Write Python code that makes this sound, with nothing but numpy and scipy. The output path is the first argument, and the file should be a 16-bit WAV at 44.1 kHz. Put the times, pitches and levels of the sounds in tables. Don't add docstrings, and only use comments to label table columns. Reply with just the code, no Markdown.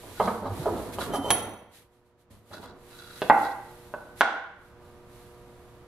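import sys
import numpy as np
from scipy import signal
from scipy.fft import rfft, irfft, next_fast_len
from scipy.io import wavfile
from scipy.ndimage import uniform_filter1d

SR = 44100
rng = np.random.default_rng(int(sys.argv[2]) if len(sys.argv) > 2 else 0)


def generate_wav(signal):
    frames = np.transpose(np.atleast_2d(signal))
    scaled = np.clip(frames, -1, 1) * 32767
    pcm = np.round(scaled).astype(np.int16)
    wavfile.write(sys.argv[1], SR, pcm)


N = 258867
TIME = np.arange(N) / SR


def from_db(db):
    return 10 ** (np.asarray(db) / 20)


def unit_rms(x):
    return x / np.sqrt(np.mean(x ** 2) + 1e-20)


def at_hz(curve, hz):
    freqs, values = np.transpose(curve)
    return np.interp(np.log(np.maximum(hz, 1)), np.log(freqs), values)


def equalise(x, curve):
    size = next_fast_len(x.shape[-1])
    gain = from_db(at_hz(curve, np.fft.rfftfreq(size, 1 / SR)))
    return irfft(rfft(x, size) * gain, size)[..., :x.shape[-1]]


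def low_pass(x, hz):
    return signal.sosfilt(signal.butter(2, min(hz, .45 * SR), fs=SR, output="sos"), x)


def resonate(force, modes):
    out = 0
    for hz, width_hz, db in modes:
        radius = np.exp(-np.pi * width_hz / SR)
        feedback = [1, -2 * radius * np.cos(2 * np.pi * hz / SR), radius ** 2]
        ring = signal.lfilter([1, 0, -1], feedback, force + 1e-18)
        out = out + from_db(db) * (1 - radius ** 2) / 2 * ring
    return out


def flutter(rate_hz, depth_db):
    steps = rng.standard_normal(N)
    return from_db(depth_db * np.interp(TIME * rate_hz, np.arange(N), steps))


def strokes(rows):
    range_db, fall_curve = 20, 1.67
    t, power = TIME[::32], 0
    for peak_s, db, rise_s, fall_s in rows:
        away = np.where(t < peak_s, ((t - peak_s) / rise_s) ** 2, abs((t - peak_s) / fall_s) ** fall_curve)
        power = power + from_db(db - range_db * np.minimum(away, 10)) ** 2
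    return np.interp(TIME, t, np.sqrt(power))


def contact(bright_hz, rattle_s, rattle_db):
    t = TIME[:SR // 2]
    slips = rng.standard_normal(len(t)) * np.exp(-t / rattle_s)
    force = from_db(rattle_db) * slips / np.linalg.norm(slips)
    force[0] += 1
    return low_pass(force + 1e-18, bright_hz)


def place(track, start_s, level_db, sound):
    at = round(start_s * SR)
    loudest = np.sqrt(uniform_filter1d(sound ** 2, SR // 50, mode="constant").max())
    track[at:at + len(sound)] += (from_db(level_db) / loudest * sound)[:N - at]


# freq_hz, side_over_mid_db
STEREO_WIDTH = [(100, -11), (700, -12), (1300, -8.5), (2500, 0), (5000, -1), (9000, 0.5), (15000, -0.5)]
def diffuse(size):
    mid, side = rng.standard_normal((2, size))
    mid = equalise(mid, [(hz, -10 * np.log10(1 + from_db(db) ** 2)) for hz, db in STEREO_WIDTH])
    side = equalise(side, [(hz, -10 * np.log10(1 + from_db(-db) ** 2)) for hz, db in STEREO_WIDTH])
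    return np.array([mid + side, mid - side])


# freq_hz, t60_s
ROOM_DECAY = [(100, 0.38), (400, 0.7143), (1000, 0.73), (2000, 0.78), (5000, 0.5543), (12000, 0.4356)]
def room_tail():
    t, spectrum = TIME[:SR], rfft(diffuse(SR))
    octave = np.log2(np.clip(np.arange(spectrum.shape[1]), 2 ** 6, 2 ** 14))
    tail = 0
    for k in range(6, 15):
        band = irfft(spectrum * np.maximum(1 - abs(octave - k), 0))
        tail = tail + band * from_db(-60 * t / at_hz(ROOM_DECAY, 2 ** k))
    build_up = 1 - np.exp(-t / .0047)
    return unit_rms(tail * build_up) / np.sqrt(SR)


# delay_s, gain_db
EARLY_ECHOES = [(.0032, -13), (.00487, -4), (.0073, -6), (.00914, -11), (.0125, -15)]
def in_room(x, tail, direct_db, room_db, lag_s):
    near = x + sum(from_db(db) * np.interp(TIME - s, TIME, x, left=0) for s, db in EARLY_ECHOES)
    pair = np.array([np.interp(TIME - lag_s, TIME, near), near])
    reverb = signal.fftconvolve(x[None], tail, axes=1)[:, :N]
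    return from_db(direct_db) * pair + from_db(room_db) * reverb


# start_s, depth_db, hold_s
TONE_DIPS = [(1.325, 12.5, 1.0), (4.25, 8, 0.21)]
def dips(recovery_db_per_s=21.5):
    db = 0
    for start_s, depth_db, hold_s in TONE_DIPS:
        regained_db = recovery_db_per_s * np.maximum(TIME - start_s - hold_s, 0)
        db = db - (TIME > start_s) * np.maximum(depth_db - regained_db, 0)
    return from_db(uniform_filter1d(db, size=SR // 50))


# harmonic, level_db
HUM_PARTIALS = [(1, -65.5), (2, -72.5), (3, -59.5), (4, -60.5), (5, -68.5), (6, -71), (8, -70), (10, -72.5)]
# freq_hz, gain_db
AIR_EQ = [(12, -6), (30, -3.5), (70, 0), (150, -3), (300, -8), (600, -11.5), (1200, -13.5), (2500, -24.5),
          (6000, -34.5), (15000, -46.5)]
def room_tone(hum_hz=120, air_db=-53.5):
    hum = sum(np.sqrt(2) * from_db(db) * np.sin(2 * np.pi * (hum_hz * harmonic * TIME + rng.random()))
              for harmonic, db in HUM_PARTIALS)
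    air = from_db(air_db) * unit_rms(equalise(diffuse(N), AIR_EQ))
    return (air + hum * flutter(rate_hz=3.5, depth_db=2)) * dips()


# freq_hz, gain_db
CLOTH_EQ = [(800, -24.5), (1800, -1), (2500, -4), (3000, -3.5), (4100, -2.5), (5200, -9), (8000, -7),
            (11500, -3.5), (13500, -9.5), (15500, -27)]
# peak_s, level_db, rise_s, fall_s
SLEEVE_STROKES = [(.11, -51, 0.3, 0.51), (.255, -47, 0.17, 0.24), (.6, -47, 0.15, 0.44),
                  (.8, -49.5, 0.068, 0.28), (.938, -42.5, 0.019, 0.046), (1.015, -40.5, 0.046, 0.13),
                  (1.154, -42, 0.043, 0.058), (1.29, -46.5, 0.11, 0.16), (1.76, -54.5, 0.056, .11),
                  (1.95, -73, 0.075, 0.11), (2.07, -76, .04, .08), (2.21, -70.5, 0.039, 0.054),
                  (2.312, -60.5, .012, 0.14), (2.555, -56.5, 0.12, .09), (2.63, -55, 0.047, 0.061),
                  (2.96, -55.5, 0.22, 1), (3.22, -50, 0.16, 0.51), (3.41, -48, 0.075, 0.16),
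                  (3.8, -59, .4, .6), (4.2, -48, 0.046, 0.053), (4.665, -67, 0.12, 0.14),
                  (4.87, -66, 0.11, 0.29), (5.17, -59.5, 0.13, 0.32), (5.62, -66, 0.97, 0.54)]
def sleeve_rustle():
    hiss = equalise(diffuse(N), CLOTH_EQ) * flutter(rate_hz=660, depth_db=.9)
    return unit_rms(hiss) * strokes(SLEEVE_STROKES)


# freq_hz, width_hz, gain_db
SLIDE_MODES = [(950, 200, -29), (1440, 160, 9.5), (2670, 28, 2.5), (3435, 29, 6.5), (3910, 78, 8),
               (4150, 72, -2), (4400, 283, -6)]
# peak_s, level_db, rise_s, fall_s
SLIDE_STROKES = [(.25, -43.5, 0.1, 0.097), (.46, -50.5, .03, 0.06), (.63, -56, .06, 0.064),
                 (1.025, -37.5, 0.038, 0.044), (2.32, -79, .02, .06), (2.54, -44.5, 0.022, 0.07),
                 (2.632, -52, .025, 0.15), (2.93, -53.5, .03, 0.091), (3.01, -52, 0.061, 0.4),
                 (3.18, -52, 0.24, 0.23), (3.44, -43, 0.027, 0.07), (3.508, -47.5, 0.018, 0.035),
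                 (4.01, -72, 0.02, 0.19)]
def wood_slide():
    friction = diffuse(N) * flutter(rate_hz=370, depth_db=4.5)
    return unit_rms(resonate(friction, SLIDE_MODES)) * strokes(SLIDE_STROKES)


# freq_hz, width_hz, gain_db
FRAME_MODES = [(77.4, 26, -6.5), (101.3, 8.1, 8.5), (141, 21, -17), (220, 200, 0), (364, 220, -10),
               (635, 33, -10), (920, 470, -12)]
# peak_s, level_db, rise_s, fall_s
RUMBLE_STROKES = [(.06, -49, 0.044, .5), (.24, -41, 0.024, 0.28), (.51, -42.5, 0.18, 0.39),
                  (.68, -36.5, 0.2, 0.6), (1.05, -36.5, 0.12, 0.58), (1.3, -38, 0.054, 0.31),
                  (2.32, -59.5, 0.056, 0.24), (2.52, -47, 0.023, 0.36), (2.68, -49, 0.11, .2)]
def screw_rumble():
    friction = diffuse(N) * flutter(rate_hz=40, depth_db=2.5)
    rumble = low_pass(resonate(friction, FRAME_MODES), hz=1100)
    return unit_rms(rumble) * strokes(RUMBLE_STROKES)


# peak_s, level_db, pitch_hz, fade_s (in and out)
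JAW_GROANS = [(.25, -39, 190, 0.054), (.445, -38, 194.4, 0.043), (0.522, -31.5, 100, 0.037),
              (.603, -33, 141, 0.012), (0.726, -33, 340, 0.081), (1.2, -32.5, 276, 0.048)]
def jaw_groans(sag_oct_per_s=.6):
    out = 0
    for peak_s, db, pitch_hz, fade_s in JAW_GROANS:
        glide_hz = pitch_hz * 2 ** (-sag_oct_per_s * np.clip(TIME - peak_s, -.2, .2))
        tone = np.sqrt(2) * np.sin(2 * np.pi * np.cumsum(glide_hz) / SR)
        out = out + tone * strokes([(peak_s, db, fade_s, fade_s)])
    return out * flutter(rate_hz=160, depth_db=3)


# start_s, ring_db, tick_db, bright_hz
STEEL_HITS = [(1.137, -44.5, -59.5, 6880), (1.158, -51.5, -45.5, 11950), (1.305, -23, -25.5, 14000),
              (1.392, -37.5, -51, 14040)]
def steel_ticks():
    out = np.zeros(N)
    tick_modes = [(3400, 280, .96), (6240, 710, -1), (10500, 5400, 0)]
    for start_s, _, tick_db, bright_hz in STEEL_HITS:
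        force = contact(bright_hz, rattle_s=.003, rattle_db=11.5)
        place(out, start_s, tick_db, resonate(force, tick_modes))
    return out


# freq_hz, gain_db, t60_s
BAR_MODES = [(3092, -13, .28), (6052, -13, .6), (6066, -15, .6), (9765, 0, .38), (9794, 3, .46),
             (10281, 0, .35), (14278, -7, .6)]
# peak_s, level_db, rise_s, fall_s
SQUEAL_STROKES = [(1.145, -42.5, .03, .13), (1.285, -38, 0.082, .1)]
def steel_ring(squeal_db_per_oct=-14.5):
    struck, t = np.zeros(N), TIME[:SR]
    ring = sum(from_db(db - 60 * t / t60) * np.sin(2 * np.pi * hz * t) for hz, db, t60 in BAR_MODES)
    for start_s, ring_db, _, bright_hz in STEEL_HITS:
        place(struck, start_s, ring_db, low_pass(ring, bright_hz))
    lowest_hz = BAR_MODES[0][0]
    squeal = sum(from_db(squeal_db_per_oct * np.log2(hz / lowest_hz)) * np.sin(2 * np.pi * hz * TIME)
                 for hz, _, _ in BAR_MODES)
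    jiggle = flutter(rate_hz=90, depth_db=4)
    return (struck + squeal * strokes(SQUEAL_STROKES)) * jiggle


# freq_hz, width_hz, gain_db
BENCH_MODES = [(110, 78, -5.5), (212, 54, 0), (258.6, 45, -18), (351.6, 32, -2), (481.5, 31, 5),
               (597, 80, 7), (743, 190, 5), (920, 120, 4), (1080, 140, -5), (1262, 89, 1), (1650, 99, -33),
               (2000, 320, -9.5), (3083, 460, 0.5), (6350, 1327, -25.5)]
# start_s, level_db, bright_hz, rattle_s
BENCH_HITS = [(.033, -51, 990, 0.03), (.198, -22, 1190, 0.012), (0.237, -36, 895, .014),
              (.275, -27, 1300, 0.014), (.428, -39, 403, .03), (.455, -34, 1020, 0.017),
              (.498, -44.5, 789, .02), (.657, -27, 880, 0.025), (.675, -37, 677, 0.072),
              (.9855, -34, 1970, 0.00023), (1.012, -39.5, 3240, 0.024), (1.136, -29, 1130, 0.018),
              (1.245, -32.5, 685, 0.1), (1.3039, -25, 3350, .003), (2.306, -48.5, 130, .025),
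              (2.51, -49.5, 1390, 0.009), (2.525, -48.5, 1750, 0.038), (2.63, -49.5, 1500, 0.031)]
def bench_knocks():
    out = np.zeros(N)
    for start_s, level_db, bright_hz, rattle_s in BENCH_HITS:
        modes = [(hz, width_hz, db + 3.5 * rng.standard_normal()) for hz, width_hz, db in BENCH_MODES]
        force = contact(bright_hz, rattle_s, rattle_db=13)
        cushioned = low_pass(force, 1.39 * bright_hz)
        place(out, start_s, level_db, resonate(cushioned, modes))
    return out


# freq_hz, width_hz, gain_db
BOARD_MODES = [(800, 4.1, 3.5), (850, 25, -5.5), (862, 21, -4), (1356, 42, -31.5), (1917, 71, -14),
               (2100, 9.1, -8.5)]
BLOCK_MODES = [(598.6, 29, -1), (944, 35, -16.5), (1496, 17, 2.5), (2615, 150, -11), (3372, 110, -9),
               (3970, 170, -20)]
CLAP_MODES = [(679, 36, -3.5), (760, 70, -3), (995, 260, -1), (1086, 31, -2), (1289, 43, -2),
              (1422, 103, 3.5), (1470, 11, -6), (1900, 260, -14.5), (3140, 700, -25.5), (6500, 9900, -15.5),
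              (9700, 2100, -1)]
THUD_MODES = [(142, 60, -3), (243, 7, 0.5), (321, 125, 7.5), (363, 36, -7.5), (493, 52, 8), (718, 16, -3.5)]
# start_s, board_db, block_db, clap_db, thud_db, bright_hz, rattle_s
BOARD_HITS = [(3.219, -62.5, -31, -63, -24, 4130, 0.023), (3.2988, -10, -23.5, -15, -21.5, 1670, 0.0065),
              (3.939, -48, -32, -36, -39.5, 1560, .0009), (4.2093, -26.5, -25, -13.5, -27.5, 4290, 0.0016)]
def board_knocks():
    out = np.zeros(N)
    for start_s, *levels_db, bright_hz, rattle_s in BOARD_HITS:
        force = low_pass(contact(bright_hz, rattle_s, rattle_db=-8), bright_hz)
        for modes, db in zip((BOARD_MODES, BLOCK_MODES, CLAP_MODES, THUD_MODES), levels_db):
            place(out, start_s, db, resonate(force, modes))
    return out


def scene():
    tail = room_tail()
    bench = in_room(bench_knocks(), tail, direct_db=1, room_db=-2, lag_s=15e-6)
    ticks = in_room(steel_ticks(), tail, direct_db=-.5, room_db=-10.5, lag_s=40e-6)
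    rings = in_room(steel_ring(), tail, direct_db=-.5, room_db=-19, lag_s=30e-6)
    board = in_room(board_knocks(), tail, direct_db=-4.5, room_db=-7.5, lag_s=30e-6)
    bed = room_tone()
    rubbing = screw_rumble() + wood_slide() + sleeve_rustle() + jaw_groans()
    balance = from_db([[-1], [.9]])
    return (bed + rubbing + ticks + rings + bench + board) * balance


def record(dry):
    ceiling, cutoff_hz = 1.15, 15700
    rounded = ceiling * np.tanh(dry / ceiling)
    return signal.sosfilt(signal.ellip(10, .1, 80, cutoff_hz, fs=SR, output="sos"), rounded)


dry = scene()
out = record(dry)
generate_wav(out)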